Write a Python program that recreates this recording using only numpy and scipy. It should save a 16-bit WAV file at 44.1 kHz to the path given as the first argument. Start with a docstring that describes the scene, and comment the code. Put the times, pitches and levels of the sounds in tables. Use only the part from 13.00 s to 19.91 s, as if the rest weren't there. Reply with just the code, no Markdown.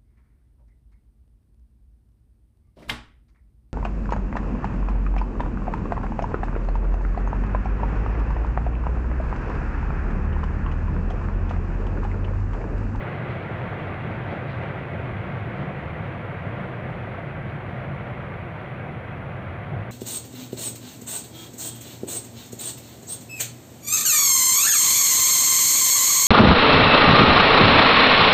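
"""Small fairground coaster, drawing away.

A train rolls round a tubular steel track in an open yard. Uneven wheels shake rails and posts into a
low rumble, hollow cars and rail tubes into a roar; the treads rush. The frame thuds as cars load its
posts; brackets chatter, flanges scrape, bumps swell at the rail joints. A wall echoes the train."""
import sys
import numpy as np
from scipy import signal
from scipy.fft import rfft, irfft
from scipy.io import wavfile
from scipy.ndimage import uniform_filter1d, map_coordinates

SR = 44100
rng = np.random.default_rng(int(sys.argv[2]) if len(sys.argv) > 2 else 0)


def master_out(mix):
    """Clip the mix to full scale and print it as 16-bit PCM to the path in sys.argv[1]."""
    frames = np.transpose(np.atleast_2d(mix))
    ceiling = np.clip(frames, -1, 1)
    pcm = np.round(ceiling * 32767).astype(np.int16)
    wavfile.write(sys.argv[1], SR, pcm)


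N = 304731
T = np.arange(N) / SR
FREQS_HZ = np.maximum(np.arange(N // 2 + 1) * SR / N, 1)

# rail and post bending modes: f/Hz, width/Hz, level/dB
FRAME_RESONANCES = [(35.3, 5.1, -17), (51, 11, -11.5), (69.7, 12.5, -11), (99.2, 20.2, -1.5),
                    (125, 17.8, -2.5), (138.2, 23.2, -3)]
# slow rumble envelope: t/s, level/dB
RUMBLE_ENVELOPE = [(0.0, -33), (2.6, -33.5), (3.4, -33.5), (4.2, -34.5), (4.6, -32.5), (5.6, -35.7),
                   (6.9, -34)]
# cars loading posts: t/s, sigma/s, f/Hz, glide/(Hz/s), level/dB
POST_THUDS = [(0.222, 0.022, 120.5, 200, -32), (0.314, 0.022, 121, -250, -31),
              (0.62, 0.023, 125.7, 100, -31.5), (0.863, 0.038, 97.2, 0, -31.5),
              (1.077, 0.017, 127.3, -100, -30), (1.242, 0.037, 114.7, -350, -33),
              (1.495, 0.034, 136, -250, -31), (1.59, 0.036, 112, -400, -30.5), (1.988, 0.03, 103, 0, -34),
              (2.053, 0.019, 127.8, 102, -28.5), (2.173, 0.032, 99.6, 0, -30.5),
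              (2.364, 0.031, 128.5, -200, -28), (2.406, 0.053, 96.5, 2, -31.5),
              (2.607, 0.026, 131, -100, -31.5), (2.77, 0.03, 128, -200, -31), (2.89, 0.045, 77.2, 2, -35.5),
              (3.3, 0.017, 129, 0, -33), (3.494, 0.054, 99, 64, -33), (3.868, 0.03, 123.2, 400, -31),
              (4.502, 0.022, 81, -450, -34.5), (4.571, 0.027, 141.8, 300, -31.5),
              (4.922, 0.036, 130.9, 148, -31.5), (5.09, 0.025, 122.4, 0, -33),
              (6.49, 0.024, 95.5, 0, -32.5), (6.743, 0.033, 134.3, 250, -26), (6.79, 0.03, 102, 1, -31.5)]
# tie and brace modes: f/Hz, width/Hz, level/dB
BRACE_RESONANCES = [(161.3, 27, -0.5), (185.7, 34.7, 0.5), (211, 21.4, -2.5)]
# rail tube modes: f/Hz, width/Hz, level/dB
TUBE_RESONANCES = [(531, 67, -2.5), (600, 54, -1), (688.5, 46.5, 0.5), (748, 47, -3)]
# car panel modes: f/Hz, width/Hz, level/dB
CAR_RESONANCES = [(266, 58, -1), (323.3, 20, 0), (365.4, 50.6, 1.5), (480.4, 70, 0)]
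# tread rush spectrum: f/Hz, level/dB
TREAD_SPECTRUM = [(250, -9.5), (600, 2.5), (1000, 0.5), (1600, -5.5), (1760, -2.5), (2100, -5.5),
                  (2600, -13.5), (3000, -14.5), (3400, -20.5), (4000, -25), (4600, -34), (5400, -42.5),
                  (7000, -46.5), (10000, -57)]
# wheel and bracket modes: f/Hz, width/Hz, level/dB
WHEEL_RESONANCES = [(907, 174, -1), (1164, 193, 0), (1377, 142, 0.5), (1570, 152, 1), (1983, 250, -0.5),
                    (2220, 246, -4), (2508, 150, -7.5), (2760, 160, -13), (3285, 320, -16)]
# background hiss spectrum: f/Hz, level/dB
HISS_SPECTRUM = [(3000, 4), (5400, -9), (5800, 5.5), (6300, -11.5), (7200, -2), (8500, -5), (10500, 0.5),
                 (12000, 3.5)]
# rail joint crossings: t/s, sigma/s, brace/dB, car/dB, tube/dB, wheel/dB
JOINT_BUMPS = [(0.28, 0.04, -46, -43, -43, -45), (0.59, 0.027, -44, -47, -42, -43),
               (0.84, 0.05, -42, -50, -52, -44), (1.115, 0.026, -42, -52, -52, -57),
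               (1.338, 0.046, -38.5, -38.5, -38.5, -43), (1.64, 0.036, -48, -45, -47, -40.5),
               (1.78, 0.05, -50, -44, -55, -59), (1.995, 0.047, -52, -38.5, -43, -51),
               (2.304, 0.057, -38.5, -55, -56, -48), (2.62, 0.075, -34, -41, -44, -44),
               (3.595, 0.097, -40, -44, -41.5, -47), (3.846, 0.056, -58, -46, -43.5, -51),
               (4.148, 0.06, -48, -52, -43, -48), (4.83, 0.081, -46, -55, -43, -49),
               (5.093, 0.034, -53, -50, -43, -45), (5.877, 0.04, -37, -43, -43, -48),
               (6.76, 0.038, -46, -42, -40, -60)]
# flange touches: t/s, sigma/s, level/dB
FLANGE_SCRAPES = [(0.312, 0.02, -59), (0.43, 0.014, -63), (1.318, 0.02, -59), (1.52, 0.04, -60),
                  (2.59, 0.021, -64), (4.5, 0.016, -61)]
# flange scrape spectrum: f/Hz, level/dB
FLANGE_SPECTRUM = [(1500, -25), (2900, -3), (3800, -3), (4600, -12), (5400, -25), (8000, -54)]


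def undb(db):
    """Decibels to gain."""
    return 10 ** (np.asarray(db) / 20)


def unit(x):
    """Scale to rms 1."""
    return x / np.sqrt(np.mean(x ** 2))


def colour(x, spectrum):
    """Filter by (f/Hz, level/dB) points; rms 1."""
    hz, db = np.transpose(spectrum)
    response = undb(np.interp(np.log(FREQS_HZ), np.log(hz), db))
    return unit(irfft(rfft(x) * response, N))


def walk(per_s):
    """Smooth random wander, rms 1."""
    hold = int(SR / per_s)
    steps = np.repeat(rng.standard_normal(N // hold + 1), hold)[:N]
    return unit(uniform_filter1d(steps, hold))


def burst(peak_s, sigma_s):
    """Gaussian swell, peak 1."""
    return np.exp(-.5 * np.minimum(((T - peak_s) / sigma_s) ** 2, 100))


def contact(per_s, spread_db):
    """Wheel force on rough rail: tiny random blows of uneven size."""
    hits = rng.random(N) < per_s / SR
    return unit(hits * rng.standard_normal(N) * undb(spread_db * rng.standard_normal(N)))


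def ring(modes, per_s, spread_db):
    """Damped, steep-sided resonances, each driven by its own contacts."""
    spectrum = 0
    for hz, width_hz, db in modes:
        detuning = (FREQS_HZ / hz - hz / FREQS_HZ) * hz / (2 * width_hz)
        response = 1 / (1 + 1j * detuning) ** 2
        spectrum = spectrum + undb(db) * response * rfft(contact(per_s, spread_db))
    return unit(irfft(spectrum, N))


def steady(x, span_s):
    """Level out swells slower than span_s, as under constant load."""
    return x / np.sqrt(uniform_filter1d(x ** 2, int(span_s * SR)))


def waver(x, share, per_s):
    """Shifting load: all frequencies wander by a small share."""
    drift_samples = np.cumsum(share * walk(per_s))
    return map_coordinates(x, [np.arange(N) + drift_samples], order=3, mode="mirror")


def frame(gain, thud_waver=0.09, duck_db=-2.5):
    """Rails and posts rumble; as a car loads a post, the rumble yields to a thud of unsteady pitch."""
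    shake = ring(FRAME_RESONANCES, per_s=1500, spread_db=3.5)
    rumble = steady(shake, span_s=0.13) * gain
    unsteady_s = T + np.cumsum(thud_waver * walk(per_s=90)) / SR
    for peak_s, sigma_s, hz, glide_hz_per_s, db in POST_THUDS:
        swell = burst(peak_s, sigma_s)
        cycles = hz * unsteady_s + .5 * glide_hz_per_s * (T - peak_s) ** 2 + rng.random()
        swing = np.sqrt(2) * np.sin(2 * np.pi * cycles)
        rumble = rumble * undb(duck_db * swell) + undb(db) * swell * swing
    return rumble


def braces(gain):
    """Lighter ties and braces drone above the rumble."""
    drone = ring(BRACE_RESONANCES, per_s=1500, spread_db=2)
    return steady(drone, span_s=0.28) * gain


def tubes(gain):
    """Steel rail tubes ring hollow under the wheels; pitch shifts from span to span."""
    hollow = ring(TUBE_RESONANCES, per_s=2500, spread_db=2)
    hollow = waver(hollow, share=.016, per_s=6)
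    return steady(hollow, span_s=0.25) * gain


def wheels(gain):
    """Grit under the treads makes a broad rush and rings the wheels."""
    rush = colour(contact(per_s=14000, spread_db=2.5), TREAD_SPECTRUM)
    ringing = ring(WHEEL_RESONANCES, per_s=4000, spread_db=2)
    soft_tread_lowpass = signal.butter(N=4, Wn=3500, fs=SR, output="sos")
    ringing = signal.sosfilt(soft_tread_lowpass, ringing)
    roughness_db = 0.57 * walk(per_s=12)
    return (undb(roughness_db - 2) * rush + undb(-3) * ringing) * gain


def brackets(gain, width_hz=40.4, relative_db=-9):
    """Loose brackets chatter: sparse knocks, each with a brief metallic ring."""
    modes = [(hz, width_hz, db) for hz, _, db in WHEEL_RESONANCES]
    knocks = ring(modes, per_s=80, spread_db=1)
    knocks = waver(knocks, share=.012, per_s=9)
    return undb(relative_db) * steady(knocks, span_s=0.17) * gain


def cars(gain):
    """Hollow bodies roar, jolted by their wheels; flexing panels shift the pitch."""
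    roar = ring(CAR_RESONANCES, per_s=2500, spread_db=2.5)
    roar = waver(roar, share=.018, per_s=7)
    return steady(roar, span_s=0.22) * gain


def hiss():
    """Faint steady background noise."""
    return undb(-71) * colour(rng.standard_normal(N), HISS_SPECTRUM)


def wall_echo(x, start_delay_s, end_delay_s, db):
    """Add the yard wall's echo; its path lengthens as the train moves on."""
    delay_s = np.linspace(start_delay_s, end_delay_s, N)
    return x + undb(db) * np.interp(T - delay_s, T, x)


def joint_bumps():
    """Force bursts as wheels cross joints. Gain rows: braces, cars, tubes, wheels."""
    return sum(undb(levels_db)[:, None] * burst(peak_s, sigma_s)
               for peak_s, sigma_s, *levels_db in JOINT_BUMPS)


def flanges():
    """Flanges touch the rail side: brief, thin metallic hiss."""
    touch = sum(undb(db) * burst(peak_s, sigma_s) for peak_s, sigma_s, db in FLANGE_SCRAPES)
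    return touch * colour(contact(per_s=3300, spread_db=4), FLANGE_SPECTRUM)


def fade(start_db, db_per_s):
    """Gain of a part drawing steadily away."""
    return undb(start_db - db_per_s * T)


def screening(x, corner_hz, start_db, end_db):
    """Treble shelf falls as the cars turn away and screen their wheels."""
    low = signal.sosfiltfilt(signal.butter(N=2, Wn=corner_hz, fs=SR, output="sos"), x)
    return low + (x - low) * undb(np.linspace(start_db, end_db, N))


def post_throb(period_s, crest_s, depth_db):
    """Periodic gain as cars pass over the posts."""
    return undb(depth_db * np.cos(2 * np.pi * (T - crest_s) / period_s))


def scene():
    """Rolling and joint bumps drive track and train, over faint hiss; mono."""
    throb = post_throb(period_s=0.47, crest_s=0.19, depth_db=1)
    frame_gain = undb(np.interp(T, *np.transpose(RUMBLE_ENVELOPE))) * throb
    rolling = [fade(start_db=-38.5, db_per_s=0.6) * throb,
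               fade(start_db=-39, db_per_s=0.83),
               fade(start_db=-40.5, db_per_s=0.5),
               fade(start_db=-38, db_per_s=0.52)]
    brace_gain, car_gain, tube_gain, wheel_gain = np.hypot(rolling, joint_bumps())  # powers add
    track = frame(frame_gain) + braces(brace_gain) + tubes(tube_gain)
    gear = wheels(wheel_gain) + brackets(wheel_gain) + flanges()
    train = cars(car_gain) + screening(gear, corner_hz=2800, start_db=1.75, end_db=0.3)
    train = wall_echo(train, start_delay_s=.009, end_delay_s=.016, db=-17)
    return (track + train + hiss())[None]


def record(dry, cutoff_hz=12000):
    """Steep elliptic low-pass."""
    return signal.sosfilt(signal.ellip(N=10, rp=.2, rs=80, Wn=cutoff_hz, fs=SR, output="sos"), dry)


dry = scene()
out = record(dry)
master_out(out)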